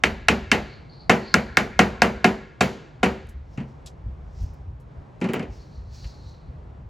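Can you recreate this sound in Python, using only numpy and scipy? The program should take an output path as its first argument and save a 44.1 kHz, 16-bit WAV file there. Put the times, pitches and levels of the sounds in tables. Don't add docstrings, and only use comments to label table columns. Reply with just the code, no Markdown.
import sys
import numpy as np
from scipy import signal
from scipy.fft import rfft, irfft, next_fast_len
from scipy.io import wavfile
from scipy.ndimage import uniform_filter1d

SR = 44100
rng = np.random.default_rng(int(sys.argv[2]) if len(sys.argv) > 2 else 0)


def digitize_waveform(pressure):
    field = np.atleast_2d(pressure).T
    bounded = np.clip(field, -1, 1)
    quanta = np.round(bounded * 32767).astype(np.int16)
    wavfile.write(sys.argv[1], SR, quanta)


N = 303849
TIME = np.arange(N) / SR
SIZE = 2 * next_fast_len(N // 2 + SR // 20)
HZ = np.fft.rfftfreq(SIZE, 1 / SR)

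# [t/s, ring level/dB, tick level/dB, brightest ring f/Hz, ring focus/(dB per octave squared),
# rise/s, time until the head damps the ring/s, table thump level/dB, brightest thump f/Hz, echo level/dB]
PEG_BLOWS = [(.037, -.5, -22.5, 2200, 5.5, 0.00017, 0.0042, -23, 190, -24),
             (.2845, 1.5, -20.5, 2300, 2.5, 0.00099, 0.0046, -17.5, 190, -22),
             (.516, -.5, -20.5, 2400, 4.5, 0.0012, 0.0029, -22.5, 200, -21.5),
             (1.096, -1, -22.5, 1000, 2, 0.00042, 0.0084, -16.5, 290, -19.5),
             (1.3415, 1, -14.5, 1600, 17.5, 0.001, 0.0051, -21.5, 200, -23),
             (1.571, 1, -14, 1700, 22, 0.00055, 0.0057, -23.5, 200, -22),
             (1.792, 6, -18, 1000, 1.5, 0.0015, 0.0033, -18, 220, -20),
             (2.0195, 3, -16, 1100, 2, 0.00081, 0.0032, -18.5, 210, -21),
             (2.244, -1.5, -22, 1000, 1.5, 0.0004, 0.02, -18, 300, -22.5),
             (2.6075, 6.5, -28, 1200, -0.5, 0.01, 0.0064, -21.5, 215, -25),
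             (3.030, -5.5, -42.5, 1000, 1, 0.0032, 0.0098, -17.5, 360, -23.5)]
# [t/s, ring level/dB, thump level/dB, brightest thump f/Hz, echo level/dB]
TABLE_KNOCKS = [(3.575, -44, -20.5, 130, -45.5), (3.603, -47, -39, 250, -51),
                (5.214, -31.5, -24.5, 275, -36), (5.242, -32.5, -27, 275, -37), (5.288, -37, -29, 320, -39),
                (5.3348, -23.5, -36, 450, -33), (5.362, -40, -32, 300, -44), (5.3955, -33, -31, 290, -43),
                (5.427, -39, -36, 290, -48)]
# [f/Hz, level/dB]
BOARD_MODES = [(480, -6), (730, 2.5), (1070, -4.5), (1410, -1.5), (1650, -2.5), (1900, -9), (2140, -1),
               (2360, -4.5), (2640, -1), (2830, -9), (3150, -10), (3700, -5), (4500, -7), (5350, -10),
               (6000, -7), (6470, -17), (7300, -10)]
# [f/Hz, level/dB, t60/s]
TABLE_MODES = [(68, 4, .45), (136.9, -4, 0.35), (192, 4.5, 0.22), (211.4, 1, 0.4), (235, 4, 0.29),
               (310, -7, .25), (382, -2, 0.42), (428, -2.5, .25), (478, 0.2, 0.21), (524, -13, 0.11),
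               (691, -11, .25), (738, -8, .25), (1110, -15, 0.26)]
# [f/Hz, level/dB]
TICK_COLOUR = [(500, -18.5), (2000, -0.5), (5000, 10), (8000, 0.5), (11000, -8.5), (16000, -20.5)]
# [f/Hz, level/dB, early t60/s, late share/dB, late t60/s]
ECHO_BANDS = [(144.4, 3.5, .35, -28, 0.92), (300, .5, 0.3, -11.5, 0.98), (556, 2, 0.38, -38, 0.79),
              (1080, -1.5, 0.24, -25, 0.72), (1610, -1.5, 0.25, -21.5, 1.), (2500, 2.5, 0.15, -23, 0.65),
              (3250, -9.5, 0.18, -15.5, 0.8), (5000, -14, 0.24, -14.5, 0.73),
              (7960, -11.5, 0.092, -22, 0.41), (11000, -29, 0.28, -30.5, .6), (15000, -29, .22, -41.5, .5)]
# [f/Hz, share from 0 to 1]
ECHO_LIKENESS = [(60, 1), (300, 0.94), (700, 0.85), (1400, 0.6), (2400, 0.94), (4000, 1)]
# [f/Hz, level/dB]
FAR_COLOUR = [(600, -30), (1000, -4), (1700, 0), (2400, -4), (3500, -14), (8000, -30)]
# [t/s, starting
# level/dB, f/Hz, time of a 20 dB fall/s]
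DRY_CLICKS = [(3.27, -57, 8040, .004), (3.289, -54, 9400, 0.036), (3.861, -42.5, 6140, 0.036),
              (3.871, -43.5, 4500, 0.023), (4.426, -60, 11000, 0.033), (4.536, -64, 11000, .02),
              (4.80, -66, 8900, 0.036), (5.204, -58, 6000, .01), (5.334, -36.5, 12800, 0.019),
              (6.043, -48.5, 2400, 0.036), (6.34, -59, 2600, .01)]
# [loudest t/s, level/dB, time of a 20 dB rise/s, time of a 20 dB fall/s]
CLOTH_RUSTLES = [(3.55, -65, .12, .12), (3.69, -69, .05, .12), (4.41, -58.5, .14, .2),
                 (5.54, -59.5, .07, .3), (5.756, -68.5, .2, .2), (5.95, -54.5, .07, .35),
                 (6.07, -56.5, .2, .13), (6.288, -63, .2, .15)]
# [f/Hz, level/dB]
CLOTH_COLOUR = [(2000, -6.5), (3500, -4), (5500, 4.5), (7000, -4), (9000, -15), (13000, -19.5)]
# [loudest t/s, level/dB, 20 dB rise/s, 20 dB fall/s, f/Hz]
BIRD_WHISTLES = [(.728, -53.5, .15, .14, 4330), (.934, -55, .05, .2, 4370), (1.015, -54, .03, .08, 4350),
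                 (1.28, -45.5, .1, .3, 4380), (5.61, -59, .06, .09, 4430), (5.76, -62, .16, .12, 4270),
                 (5.93, -63, .04, .2, 4350), (6.048, -54, .2, .3, 4370), (6.28, -59, .2, .24, 4170)]
# [t/s, level/dB]
BIRD_TRILL = [(0.89, -50.5), (0.921, -59), (.960, -55), (.998, -49)]
# [t/s, level/dB]
STEADY_WIND = [(0, -40), (.3, -35), (.6, -36), (.9, -42), (1.3, -44), (1.8, -36), (2.3, -41), (2.8, -50),
               (3.2, -39), (3.6, -39), (3.9, -40), (4.2, -33), (4.55, -40), (4.85, -43), (5.3, -52),
               (5.6, -41), (6.2, -41), (6.89, -39)]
# [strongest t/s, level/dB, time of a 20 dB rise/s, time of a 20 dB fall/s]
WIND_GUSTS = [(3.1, -32, .1, .2), (3.38, -40, .05, .06), (4.07, -26, .1, .15), (4.43, -20, .07, .1),
              (4.62, -31, .05, .08), (4.70, -25, .05, .08), (5.0, -28.5, .04, .07), (5.51, -32, .15, .1),
              (5.8, -33, .05, .15), (5.9, -31, .1, .1), (6.05, -31, .05, .12), (6.26, -33, .07, .2),
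              (6.48, -33, .04, .15), (6.68, -32, .06, .08), (6.86, -30, .04, .08)]
# [f/Hz, level/dB]
WIND_COLOUR = [(12, -53), (20, -19), (47, 1.5), (70, 1.5), (145, -18), (172, -25.5), (211, -27), (253, -33),
               (300, -38.5), (390, -64.5), (660, -120)]
# [f/Hz, level/dB]
AIR_COLOUR = [(70, -30), (120, -7.5), (150, -9), (200, -20.5), (270, -23), (600, -26), (850, -27),
              (1900, -41), (2900, -48.5), (5000, -56.5), (9000, -66.5), (16000, -85)]
# [f/Hz, share from 0 to 1]
AIR_LIKENESS = [(60, .97), (150, .88), (380, .5), (700, 0), (1500, 0), (2600, .85), (4000, .99)]
# [f/Hz, lead/rad]
LEFT_LEAD = [(300, 0), (1640, .5), (2150, .15), (7500, 0), (8900, -3.1), (9560, -3.5), (10500, -5.8),
             (11600, -6.5), (12500, -8.7), (13400, -9.4), (14600, -12.1), (16400, -12.7)]

BLOW_SHARED = dict(thump_focus=3.5, punch=.43, rebound_db=-5.5, echo_tilt=1.5)
KNOCK_SHARED = dict(ring_hz=2380, ring_focus=18, rise_s=.001, hold_s=.008,
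                    thump_focus=25, punch=2.2, rebound_db=-16, echo_tilt=-1.2)


def amp(db):
    return 10 ** (np.asarray(db) / 20)


def evened(x):
    return x / np.sqrt(np.mean(x ** 2) + 1e-20)


def read(points, hz):
    f, value = np.transpose(points)
    return np.interp(np.log(hz + 1), np.log(f + 1), value)


def add(mix, s, sound):
    part = mix[round(s * SR):][:len(sound)]
    part += sound[:len(part)]


def coloured(x, spectrum):
    return irfft(rfft(x, SIZE) * amp(read(spectrum, HZ)), SIZE)[:N]


def diffuse(likeness):
    left, other = rfft(rng.standard_normal((2, SIZE)))
    share = np.clip(read(likeness, HZ), 0, 1)
    return np.array([left, share * left + np.sqrt(1 - share ** 2) * other])


def swells(rows):
    power = np.zeros(N)
    for s, db, rise, fall, *_ in rows:
        distance = np.where(TIME < s, (s - TIME) / rise, (TIME - s) / fall)
        power += amp(2 * db - 40 * distance)
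    return np.sqrt(power)


def strikes():
    columns = ["s", "ring_db", "tick_db", "ring_hz", "ring_focus", "rise_s", "hold_s",
               "thump_db", "thump_hz", "echo_db"]
    blows = [dict(zip(columns, row), **BLOW_SHARED) for row in PEG_BLOWS]
    knocks = [dict(s=s, ring_db=ring_db, tick_db=ring_db - 16, thump_db=thump_db, thump_hz=thump_hz,
                   echo_db=echo_db, **KNOCK_SHARED)
              for s, ring_db, thump_db, thump_hz, echo_db in TABLE_KNOCKS]
    return blows + knocks


def head_tick():
    t = TIME[:900]
    contact, chatter = amp(11 - 60 * t / .002), amp(-60 * t / .013)
    return (contact + chatter) * rng.standard_normal(len(t))


def board_ring(hit):
    t = TIME[:SR // 3]
    hz, db = np.transpose(BOARD_MODES)
    away = np.minimum(hit["ring_focus"] * np.log2(hz / hit["ring_hz"]) ** 2, 18)
    weight = amp(db - away + 1.5 * rng.standard_normal(len(hz)))
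    cycles = hz * t[:, None] + rng.random(len(hz))
    decay = amp(-60 * t[:, None] * hz / 150)
    ring = (weight * decay * np.sin(2 * np.pi * cycles)).sum(1) / np.linalg.norm(weight)
    damping = amp(-np.minimum(5200 * np.maximum(t - hit["hold_s"], 0), 11) - 460 * t)
    return ring * damping * np.minimum(t / hit["rise_s"], 1)


def table_thump(hit):
    t = TIME[:SR // 3, None]
    hz, db, t60 = np.transpose(TABLE_MODES)
    away = hit["thump_focus"] * np.log2(hz / hit["thump_hz"]) ** 2
    weight = amp(db - away + 1.2 * rng.standard_normal(len(hz)))
    bloom = np.minimum(t * hz / 1.2, 1)
    decay = amp(-60 * t / t60) * (.7 + hit["punch"] * np.exp(-t / .017))
    cycles = hz * t + .4 * rng.random(len(hz))
    return (weight * bloom * decay * np.sin(2 * np.pi * cycles)).sum(1)


def impacts(hits):
    ticks, body, t = np.zeros(N), np.zeros(N), TIME[:SR // 3]
    for hit in hits:
        s = hit["s"]
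        add(ticks, s, amp(hit["tick_db"]) * head_tick())
        add(body, s, amp(hit["ring_db"]) * board_ring(hit))
        thump = amp(hit["thump_db"]) * table_thump(hit)
        add(body, s + .004, thump * np.minimum(t / .003, 1))
        add(body, s + .031, amp(hit["rebound_db"]) * thump * np.minimum(t / .0035, 1))
    return body + coloured(ticks, TICK_COLOUR)


def echoes(hits):
    pair, out, t = diffuse(ECHO_LIKENESS), np.zeros((2, N)), TIME[:SR]
    centres = [band[0] for band in ECHO_BANDS]
    fence = 1 + .13 * np.exp(-((t - .033) / .0027) ** 2)
    rise = (1 - np.exp(-(t / .00213) ** 2)) * fence
    for k, (hz, db, early, late_db, late) in enumerate(ECHO_BANDS):
        quick = rise * amp(-120 * t / early)
        slow = rise * amp(2 * late_db - 120 * t / late)
        power = np.zeros(N)
        for hit in hits:
            away = np.minimum(hit["ring_focus"] * np.log2(hz / hit["ring_hz"]) ** 2, 5.5)
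            level_db = db + hit["echo_db"] + hit["echo_tilt"] * np.log2(hz / 1500)
            decay = quick * amp(-1.1 * away) + slow * amp(-1.8 * away)
            add(power, hit["s"], amp(2 * level_db) * decay)
        band = list(zip(centres, np.eye(len(ECHO_BANDS))[k]))
        window = np.sqrt(read(band, HZ)) * (HZ > 90)
        out += np.sqrt(power) * evened(irfft(pair * window, SIZE)[:, :N])
    return out


def far_walls(hits_sound):
    swell = swells([(.16, 0, .12, .24)])[:SR]
    taps = irfft(diffuse(ECHO_LIKENESS), SIZE)[:, :SR] * swell
    taps /= np.linalg.norm(taps[0])
    return amp(-26) * signal.oaconvolve(coloured(hits_sound, FAR_COLOUR)[None], taps, axes=1)[:, :N]


def clicks():
    out, t = np.zeros(N), TIME[:4000]
    for s, db, hz, fall in DRY_CLICKS:
        edges = [hz * .56, min(hz * 1.38, SR / 2.2)]
        band = signal.butter(N=2, Wn=edges, btype="band", fs=SR)
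        noise = evened(signal.lfilter(*band, rng.standard_normal(len(t))))
        add(out, s, amp(db - 20 * t / fall) * noise)
    return out


def rustle():
    flicker = amp(1.2 * evened(uniform_filter1d(rng.standard_normal(N), 150)))
    hiss = coloured(rng.standard_normal(N) * flicker, CLOTH_COLOUR)
    return swells(CLOTH_RUSTLES) * evened(hiss)


def bird_whistles(width_hz=300):
    s, *_, hz = np.transpose(BIRD_WHISTLES)
    turn = np.exp(2j * np.pi * np.cumsum(np.interp(TIME, s, hz)) / SR)
    lowpass = signal.butter(N=2, Wn=width_hz, fs=SR)
    slow = signal.lfilter(*lowpass, rng.standard_normal((2, N)))
    return swells(BIRD_WHISTLES) * evened((turn * (slow[0] + 1j * slow[1])).real)


def bird_trill():
    notes, t = np.zeros(N), TIME[:700]
    sweep_hz = 3400 + 1500 * np.sqrt(t / t[-1])
    note = np.sin(2 * np.pi * np.cumsum(sweep_hz) / SR) * np.hanning(len(t))
    for s, db in BIRD_TRILL:
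        add(notes, s, amp(db) * note)
    smear = amp(-60 * TIME[:8000] / .2) * rng.standard_normal(8000)
    return notes + 1.2 * signal.oaconvolve(notes, smear / np.linalg.norm(smear))[:N]


def wind():
    lumps = amp(2.5 * evened(uniform_filter1d(rng.standard_normal(N), 2500)))
    level = np.hypot(amp(np.interp(TIME, *np.transpose(STEADY_WIND))), swells(WIND_GUSTS))
    return level * evened(coloured(lumps * rng.standard_normal(N), WIND_COLOUR))


def air():
    slow = uniform_filter1d(uniform_filter1d(rng.standard_normal(N), 6000), 6000)
    drift = amp(1.2 * evened(slow))
    murmur = irfft(diffuse(AIR_LIKENESS) * amp(read(AIR_COLOUR, HZ)), SIZE)[:, :N]
    return amp(-46.5) * drift * evened(murmur)


def scene():
    hits = strikes()
    struck = impacts(hits)
    near = struck + echoes(hits) + far_walls(struck) + clicks() + rustle()
    return near + bird_whistles() + bird_trill() + wind() + air()


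def record(dry):
    lead = np.exp(1j * np.outer([1, 0], read(LEFT_LEAD, HZ)))
    bass_loss = HZ ** 2 / (HZ ** 2 + 45 ** 2)
    pair = irfft(rfft(dry, SIZE) * lead * bass_loss, SIZE)[:, :N]
    pair *= amp([[.15], [-.15]])
    flattened = .9 * np.tanh(pair / .9)
    band_limit = signal.firwin(511, 16600, window=("kaiser", 9), fs=SR)
    return signal.oaconvolve(flattened, band_limit[None], "same")


dry = scene()
out = record(dry)
digitize_waveform(out)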